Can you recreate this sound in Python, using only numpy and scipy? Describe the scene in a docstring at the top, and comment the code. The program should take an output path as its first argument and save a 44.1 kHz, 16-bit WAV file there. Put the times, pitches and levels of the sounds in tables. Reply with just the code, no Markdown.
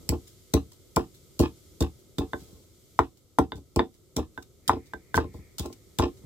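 """A wooden pestle pounds leaves in a wooden mortar on a plank table under an outdoor shelter.
Each stroke crunches the leaves (sprays of noise grains) and thumps mortar and table (decaying wood modes).
Where the cushion is thin, wood meets wood: the hollow pops, and the shaft rings there and on wall or rim taps.
Dishes clatter, drags stick and slip, and the shelter answers with scattered echoes of filtered noise.
Behind lie outdoor rumble and hiss, and later a faint far whirr, all coloured noise."""
import sys
import numpy as np
from scipy import signal
from scipy.fft import rfft, irfft, next_fast_len
from scipy.io import wavfile

SR = 44100
rng = np.random.default_rng(int(sys.argv[2]) if len(sys.argv) > 2 else 0)


def int16_out(signal):
    """Quantize to a 16-bit WAV file."""
    q = np.round(np.clip(np.atleast_2d(signal).T, -1, 1) * 32767)
    wavfile.write(sys.argv[1], SR, q.astype(np.int16))


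N = 275869
TIME = np.arange(N) / SR


def from_db(db):
    """Decibels to gain."""
    return 10 ** (np.asarray(db) / 20)


def at_hz(points, hz, column=1):
    """Read one column of a table along log frequency."""
    points = np.array(points)
    return np.interp(np.log(np.maximum(hz, 1)), np.log(points[:, 0]), points[:, column])


def add(track, s, sound):
    """Lay a stereo sound into the track at time s."""
    start = round(s * SR)
    track[:, start:start + sound.shape[1]] += sound[:, :N - start]


def noise(colour, alike):
    """Coloured stereo noise of rms 1 with a given left-right likeness."""
    size = next_fast_len(N, True)
    gain = from_db(at_hz(colour, np.fft.rfftfreq(size, 1 / SR)))
    spectra = rfft(rng.standard_normal((2, size))) * gain
    mid, side = irfft(spectra, size)[:, :N]
    alike = np.clip(alike, -1, 1)
    both = np.sqrt(1 + alike) * mid + np.sqrt(1 - alike) * side * np.array([[1], [-1]])
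    return both / both.std()


def soften(ring, hardness_hz):
    """A soft contact rounds off the high modes: two equal one-pole low-passes."""
    r = np.exp(-2 * np.pi * hardness_hz / SR)
    return signal.lfilter([(1 - r) ** 2], [1, -2 * r, r * r], ring)


def strike(modes, spread, tilt_db=0, size=8000):
    """One blow rings every mode, each a little different in strength and pitch from blow to blow."""
    hz, db, t60, pan = np.array(modes).T[:, :, None]
    t, sides = TIME[:size], np.array([.5, -.5])[:, None, None]
    strength_db = 1.8 * rng.standard_normal(hz.shape)
    stretch = 1 + .01 * rng.standard_normal(hz.shape)
    # the tilt, in dB per octave, pivots on the strongest mode
    octaves = np.log2(hz / hz[db.argmax()])
    gain = from_db(db + strength_db + tilt_db * octaves + sides * pan)
    # neighbouring modes swing in opposite directions
    sign = (-1) ** np.arange(len(hz))[:, None]
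    # high modes reach the two microphones further out of step
    phase = -sides * spread * np.sqrt(hz / hz.mean())
    cycles = hz * stretch * t
    # each ring builds up over its first cycle
    envelope = (1 - np.exp(-2 * cycles)) * from_db(-60 * t / t60)
    return (sign * gain * envelope * np.sin(2 * np.pi * cycles + phase)).sum(axis=1)


def flurry(envelope, clicks_per_s):
    """Tiny uneven contacts under an envelope; total energy 1."""
    size = len(envelope)
    hits = rng.random(size) < clicks_per_s / SR
    clicks = hits * rng.standard_normal(size) * envelope
    return clicks[None] / (np.linalg.norm(clicks) + 1e-9)


# colour of the low outdoor air: pitch_hz [Hz], level_db [dB per Hz]
RUMBLE = [(15, -23), (25, -3.5), (60, 0.5), (86, 2.5), (123, -0.5), (240, -11), (381, -3), (444, -11),
          (510, -11), (796, -27.5), (1160, -30), (1290, -19.5), (1500, -40), (1950, -70.5), (3300, -120)]
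# colour of the thin outdoor air: pitch_hz [Hz], level_db [dB per Hz]
HISS = [(880, -39), (1500, -5.5), (1760, -12.5), (2100, -1.5), (2560, -10), (3220, -1), (5880, -1),
        (7610, 1), (9370, -5), (14600, -3), (16000, -27)]
# level of the outdoor air, before the overall rumble and hiss gains; the hiss dips after some loud knocks:
# time_s [s], rumble_db [dB], hiss_db [dB]
AIR = [(0.0, -50.5, -63), (0.31, -58.5, -63.5), (0.73, -58, -66.5), (1.71, -56.5, -64), (2.18, -57.5, -68),
       (2.39, -53, -62), (2.68, -59, -67.5), (2.98, -60, -65.5), (3.15, -62, -72), (5.4, -57, -69),
       (5.98, -57.5, -66.5), (6.26, -52.5, -66.5)]


def air(rumble_gain_db=0.66, hiss_gain_db=3.0):
    """A low outdoor rumble and a thin hiss, two bands of noise whose levels follow a table."""
    s, rumble_db, hiss_db = np.transpose(AIR)
    rumble_level = from_db(np.interp(TIME, s, rumble_db) + rumble_gain_db)
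    hiss_level = from_db(np.interp(TIME, s, hiss_db) + hiss_gain_db)
    return rumble_level * noise(RUMBLE, alike=0.6) + hiss_level * noise(HISS, alike=0.15)


# strokes of the pestle: first_touch_s [s], crunch_db [dB], crunch_t60_s [s], sink_s [s], mortar_db [dB],
# hardness_hz [Hz], table_db [dB], hop_s [s], hop_db [dB], dishes_db [dB]
STROKES = [(.09, -12, 0.018, .002, -17, 350, -10, 0.029, -15.5, -35),
           (0.5363, -14, 0.021, .002, -6, 403, -8.5, .018, -18, -30),
           (.961, -16, 0.023, .002, -28, 300, -10.5, 0.033, -24.5, -32.5),
           (1.391, -27, .12, 0.006, -2, 344, -5.5, 0.029, -16.5, -22),
           (1.8054, -23.5, 0.03, 0.0016, -5.5, 302, -11, .015, -18, -31.5),
           (2.182, -33, 0.064, 0.0018, -14.5, 430, -15, .022, -20, -35),
           (2.99, -23.5, 0.013, 0.0019, -10, 219.3, -22.5, 0.019, -25.5, -40.5),
           (3.386, -20.5, 0.017, 0.0063, -17.5, 452, -12, 0.022, -32.5, -41.5),
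           (3.76, -24, 0.026, 0.0014, -10, 550, -12, 0.036, -21.5, -29),
           (4.163, -26, 0.074, .002, -18, 496, -16.5, .016, -15, -32),
           (4.678, -20, 0.042, 0.0052, -25.5, 350, -22.5, 0.045, -16.5, -27),
           (5.152, -26.5, 0.044, .013, -21, 300, -13.5, .038, -19.5, -29.5),
           (5.582, -28.5, 0.056, .015, -24, 450, -18.5, 0.056, -24, -39.5),
           (5.986, -22.5, 0.049, 0.0019, -15.5, 450, -11, 0.039, -13, -18)]
# single stalks snapping: start_s [s], level_db [dB]
SNAPS = [(1.822, -28.5), (4.424, -41.5), (5.167, -25), (5.594, -24), (5.657, -35.5), (5.727, -39.5)]
SNAP_T60_S = 0.031
# the pestle peels off the pulp; level against the stroke's crunch
PEEL_DELAY_S, PEEL_DB, PEEL_T60_S = .18, -37, 0.13
# grit under bare wood: level against the hollow in a knock, against the shaft in a tap
KNOCK_GRIT_DB, TAP_GRIT_DB, GRIT_T60_S = -32.5, -9, .016
# pulp smeared by a drag: level against the drag, t60 in drag lengths
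SMEAR_DB, SMEAR_LENGTHS = -18, 3.7


def crunches():
    """Leaves give way at each touch, lift and drag, and grit cracks under bare wood: (s, dB, t60 s)."""
    rows = []
    for s, db, t60, *_ in STROKES:
        rows.append((s, db, t60))
        rows.append((s + PEEL_DELAY_S, db + PEEL_DB, PEEL_T60_S))
    rows += [(s, hollow_db + KNOCK_GRIT_DB, GRIT_T60_S) for s, hollow_db, _, _ in KNOCKS]
    rows += [(s, shaft_db + TAP_GRIT_DB, GRIT_T60_S) for s, shaft_db, _, _ in TAPS]
    rows += [(s, db + SMEAR_DB, length_s * SMEAR_LENGTHS) for s, length_s, db in SCUFFS]
    return rows + [(s, db, SNAP_T60_S) for s, db in SNAPS]


# colour of crushed leaves: pitch_hz [Hz], level_db [dB per Hz]
CRUNCH_COLOUR = [(300, -12), (1000, -1.5), (1800, -8.5), (2700, -4.5), (3550, 1), (4500, 2.5), (6000, 0.5),
                 (7800, 1.5), (10000, -5.5), (15500, -4.5)]


def leaves(rise_s=0.00069, grains_per_s=1800, clumps_per_s=450, alike=-0.18,
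           wall_echo=.6, wall_lag_s=.0007):
    """Cells burst in a dense spray of grains and coarser clumps that dies as the leaves pack down."""
    out, age, hiss = np.zeros((2, N)), TIME[:N // 10], noise(CRUNCH_COLOUR, alike)
    size = len(age)
    for s, db, t60 in crunches():
        squeeze = from_db(db - 60 * age / t60) * (1 - np.exp(-age / rise_s))
        grain = np.interp(age * grains_per_s, np.arange(size), rng.standard_normal(size))
        clump = np.interp(age * clumps_per_s, np.arange(size), rng.standard_normal(size))
        spray = squeeze * from_db(3.5 * (grain + clump))
        # the stroke sets the energy, chance only shares it out among the grains
        spray *= np.linalg.norm(squeeze) / np.linalg.norm(spray) / np.hypot(1, wall_echo)
        start = rng.integers(N - size)
        burst = hiss[:, start:start + size] * spray
        add(out, s, burst)
        # the mortar's wall throws each burst back from a different distance
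        add(out, s + wall_lag_s * rng.uniform(.5, 2), wall_echo * burst)
    return out


# the mortar rocks on the planks between strokes: start_s [s], table_db [dB], hardness_hz [Hz]
ROCKS = [(2.416, -34, 202), (2.527, -35.5, 200), (3.549, -29.5, 202), (3.579, -35.5, 250),
         (4.951, -40, 180), (5.242, -27.5, 1100), (5.289, -32.5, 200), (5.342, -29, 550), (5.386, -31, 220),
         (6.236, -33, 220)]
ROCK_MORTAR_DB = -3.5   # against the table
# after a landing the mortar hops and drops back twice, wood on planks, each hop shorter and weaker;
# HOP_HARDER multiplies the landing's hardness, HOP_TABLE_DB is against the mortar
HOP_SHRINK, HOP_LOSS_DB, HOP_HARDER, HOP_TABLE_DB = .8, 8.5, 1.4, -7


def blows():
    """Every cushioned push on the mortar (landing, two hops, rocking): (s, mortar dB, hardness Hz, table dB)."""
    rows = []
    for s, _, _, sink_s, db, hardness_hz, table_db, hop_s, hop_db, _ in STROKES:
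        s = s + sink_s
        rows.append((s, db, hardness_hz, table_db))
        for k in range(2):
            s = s + hop_s * HOP_SHRINK ** k
            db = hop_db - HOP_LOSS_DB * k
            rows.append((s, db, hardness_hz * HOP_HARDER, db + HOP_TABLE_DB))
    return rows + [(s, db + ROCK_MORTAR_DB, hardness_hz, db) for s, db, hardness_hz in ROCKS]


# wood modes of the mortar: pitch_hz [Hz], level_db [dB], t60_s [s], left_over_right_db [dB]
MORTAR = [(224, -9.5, 0.072, -1.5), (281, -3.5, 0.08, 2.5), (318.5, -14, 0.16, 1), (352, -7.5, 0.1, -4),
          (398.9, -14, 0.11, 0.5), (449.4, -9.5, 0.15, 0), (537, -16, .05, -13), (605.5, -14, 0.074, 9.5),
          (688, -18.5, 0.066, 18), (760.6, -16, 0.13, -5), (842, -5, 0.033, -2.5), (1036, -11, 0.092, 10),
          (1105, -12, 0.06, -6), (1383, -15, 0.051, -4)]
# short resonances of its hollow: pitch_hz [Hz], level_db [dB], t60_s [s], left_over_right_db [dB]
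HOLLOW = [(725, -11, 0.02, 4.5), (1001.5, 5, 0.0091, 2), (1395, -16, 0.0112, 1.5), (1807, -15, 0.015, 1.5)]
# the tip gets through to the bare bottom:
# start_s [s], hollow_db [dB], hollow_tilt_db [dB/octave], mortar_db [dB]
KNOCKS = [(0.9686, -10.5, -3.5, -12.5), (2.9905, -1, 2.5, -14.5), (3.386, -4, -3.5, -9.5),
          (3.793, -10.5, 10.5, -15), (4.6947, -2, -2, -17), (5.1768, -7, 0, -15), (5.9965, -12, -16, -18)]
TAP_MORTAR_DB = -5   # against the hollow


def mortar(bare_wood_hz=2200):
    """The wood rings under each blow; a bare contact also makes the hollow pop."""
    out = np.zeros((2, N))
    for s, db, hardness_hz, _ in blows():
        add(out, s, from_db(db) * soften(strike(MORTAR, spread=0.24), hardness_hz))
    taps = [(s, hollow_db, 0, hollow_db + TAP_MORTAR_DB) for s, _, _, hollow_db in TAPS]
    for s, hollow_db, tilt_db, db in list(KNOCKS) + taps:
        add(out, s, from_db(db) * soften(strike(MORTAR, spread=0.79), bare_wood_hz))
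        add(out, s, from_db(hollow_db) * strike(HOLLOW, spread=0.57, tilt_db=tilt_db))
    return out


# modes of the plank table: pitch_hz [Hz], level_db [dB], t60_s [s], left_over_right_db [dB]
TABLE = [(53.7, -12.5, 0.19, -1.5), (75.6, -6, 0.18, 1.5), (108, 0, 0.048, 1.5), (196.3, -2, 0.041, -0.5)]


def table(knock_share_db=-7):
    """The planks take the weight of each blow, knock and tap, ringing in low modes."""
    out = np.zeros((2, N))
    pushes = [(s, db) for s, _, _, db in blows()]
    # against the mortar in a knock, against the hollow in a tap
    pushes += [(s, mortar_db + knock_share_db) for s, _, _, mortar_db in KNOCKS]
    pushes += [(s, hollow_db + knock_share_db) for s, _, _, hollow_db in TAPS]
    for s, db in pushes:
        add(out, s, from_db(db) * soften(strike(TABLE, spread=.5), hardness_hz=500))
    return out


# reverberation of the shelter: pitch_hz [Hz], level_db [dB], t60_s [s]
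SHELTER = [(150, -10.5, 0.3), (385, -4, 0.12), (1000, -9.5, 0.11), (2000, -3.5, 0.092), (3400, -5.5, 0.14),
           (6000, -12, 0.12), (15000, -12, .12)]


def shelter(dry, first_echo_s=0.0021, alike_below_hz=700, size=16000):
    """Scattered echoes from table, ground and roof, dying band by band and wider in the treble."""
    t, hz = TIME[:size], np.fft.rfftfreq(size, 1 / SR)
    mid, side = rfft(rng.standard_normal((2, size)))
    white = mid + side * hz / (hz + alike_below_hz) * np.array([[1], [-1]])
    # silent up to the first echo, full at twice that time
    onset = np.clip(t / first_echo_s - 1, 0, 1)
    edges, echoes = np.geomspace(100, SR / 2, 14), 0
    for low, high in zip(edges, edges[1:]):
        centre = np.sqrt(low * high)
        fade = from_db(-60 * t / at_hz(SHELTER, centre, column=2))
        band = irfft(white * ((hz >= low) & (hz < high)), size) * fade * onset
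        # each band's energy follows its width and its level in the table
        energy = np.mean(np.sum(band ** 2, axis=1))
        level = from_db(at_hz(SHELTER, centre))
        echoes = echoes + band * level * np.sqrt(2 * (high - low) / SR / energy)
    return signal.fftconvolve(dry, echoes, axes=1)[:, :N]


# modes of the bowls and tubs: pitch_hz [Hz], level_db [dB], t60_s [s], left_over_right_db [dB]
DISHES = [(876, -1.5, 0.022, 4), (1067, -3.5, 0.036, -0.5), (1177, -3, 0.02, 1.5), (1740, -11, 0.015, 0),
          (2560, -10, 0.02, 0), (2823, -14.5, .022, -2.5), (3160, -9, 0.011, 1.5),
          (3850, -8.5, 0.0066, -2.5), (5200, -5, 0.005, 3.5), (7600, -12.5, .005, -3)]
DISH_DELAY_S = .02   # the dishes come down this long after a landing


def dishes(clicks_per_s=300, shake_s=0.013, size=5000):
    """Bowls and tubs hop on the planks after a landing: a flurry of contacts rings their modes."""
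    out, age = np.zeros((2, N)), TIME[:size] / shake_s
    for s, _, _, sink_s, *_, db in STROKES:
        contacts = flurry(age * np.exp(-age), clicks_per_s)
        clatter = signal.fftconvolve(contacts, strike(DISHES, spread=1.8), axes=1)
        add(out, s + sink_s + DISH_DELAY_S, from_db(db) * clatter)
    return out


# bending modes of the pestle: pitch_hz [Hz], level_db [dB], t60_s [s], left_over_right_db [dB]
PESTLE = [(1539.5, 0.5, 0.063, -8), (1710, -2, 0.02, 15), (2030, -8.5, 0.038, -6),
          (2825, -11.5, 0.019, 3.5), (3570, -3.5, 0.024, -5.5), (4743, -19.5, 0.013, 0)]
# the shaft hits the wall or rim: start_s [s], shaft_db [dB], shaft_tilt_db [dB/octave], hollow_db [dB]
TAPS = [(1.8228, -44, 16.5, -32), (2.1846, -48, 20.5, -27), (2.333, -33.5, 0, -18.5), (3.52, -43, 14, -26),
        (3.7933, -34.5, 13, -33), (4.376, -35, -4.5, -29.5), (4.935, -32.5, -7.5, -28),
        (5.1429, -19, -10, -17.5), (5.1773, -24.5, -9, -34.5), (5.988, -38, 16.5, -32)]
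KNOCK_SHAFT_DB = -33.5   # against the hollow


def pestle(spread=1.1):
    """A knock sets the shaft bending; where it is touched decides between its low and high modes."""
    out = np.zeros((2, N))
    for s, db, tilt_db, _ in TAPS:
        add(out, s, from_db(db) * strike(PESTLE, spread, tilt_db=tilt_db))
    for s, hollow_db, _, _ in KNOCKS:
        add(out, s, from_db(hollow_db + KNOCK_SHAFT_DB) * strike(PESTLE, spread, tilt_db=5))
    return out


# the pestle dragging round the bowl: start_s [s], length_s [s], level_db [dB]
SCUFFS = [(2.393, 0.25, -40), (3.555, 0.039, -36), (5.339, 0.077, -40.5), (5.593, 0.083, -27.5)]


def scuffs(slips_per_s=500, hardness_hz=500):
    """Dragged over the pulp, the pestle sticks and slips and the wood mutters."""
    out = np.zeros((2, N))
    for s, length_s, db in SCUFFS:
        slips = flurry(np.sqrt(np.hanning(round(length_s * SR))), slips_per_s)
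        wood = soften(strike(MORTAR, spread=0.59), hardness_hz)
        add(out, s, from_db(db) * signal.fftconvolve(slips, wood, axes=1))
    return out


# colour of the far whirr: pitch_hz [Hz], level_db [dB per Hz]
WHIRR_COLOUR = [(1400, -27), (1850, -8.5), (2120, -4), (2400, -9.5), (3000, -36)]
# level of the far whirr: time_s [s], level_db [dB]
WHIRR = [(4.55, -100.5), (4.682, -64.5), (5.001, -72), (5.448, -65.5), (5.58, -76), (5.699, -77)]


def whirr():
    """A narrow band of noise swells far off for about a second, then holds at a fainter level."""
    s, db = np.transpose(WHIRR)
    return from_db(np.interp(TIME, s, db)) * noise(WHIRR_COLOUR, alike=0.22)


def scene(shaft_echo_db=-4):
    """The pounding, its echoes, the air and the whirr."""
    bowl = mortar() + table() + dishes() + scuffs() + leaves()
    shaft = pestle()
    # the shaft is closest to the microphone, so it sounds drier
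    echoes = shelter(bowl + from_db(shaft_echo_db) * shaft)
    return bowl + shaft + echoes + air() + whirr()


def record(dry, low_cut_hz=42, top_cut_hz=16000):
    """The microphone drops the deep bass, any peaks past full scale overload, the top is cut."""
    low_cut = signal.butter(2, low_cut_hz, "high", fs=SR, output="sos")
    top_cut = signal.ellip(10, .1, 90, top_cut_hz, fs=SR, output="sos")
    thin = signal.sosfilt(low_cut, dry)
    return signal.sosfilt(top_cut, np.clip(thin, -1, 1))


dry = scene()
out = record(dry)
int16_out(out)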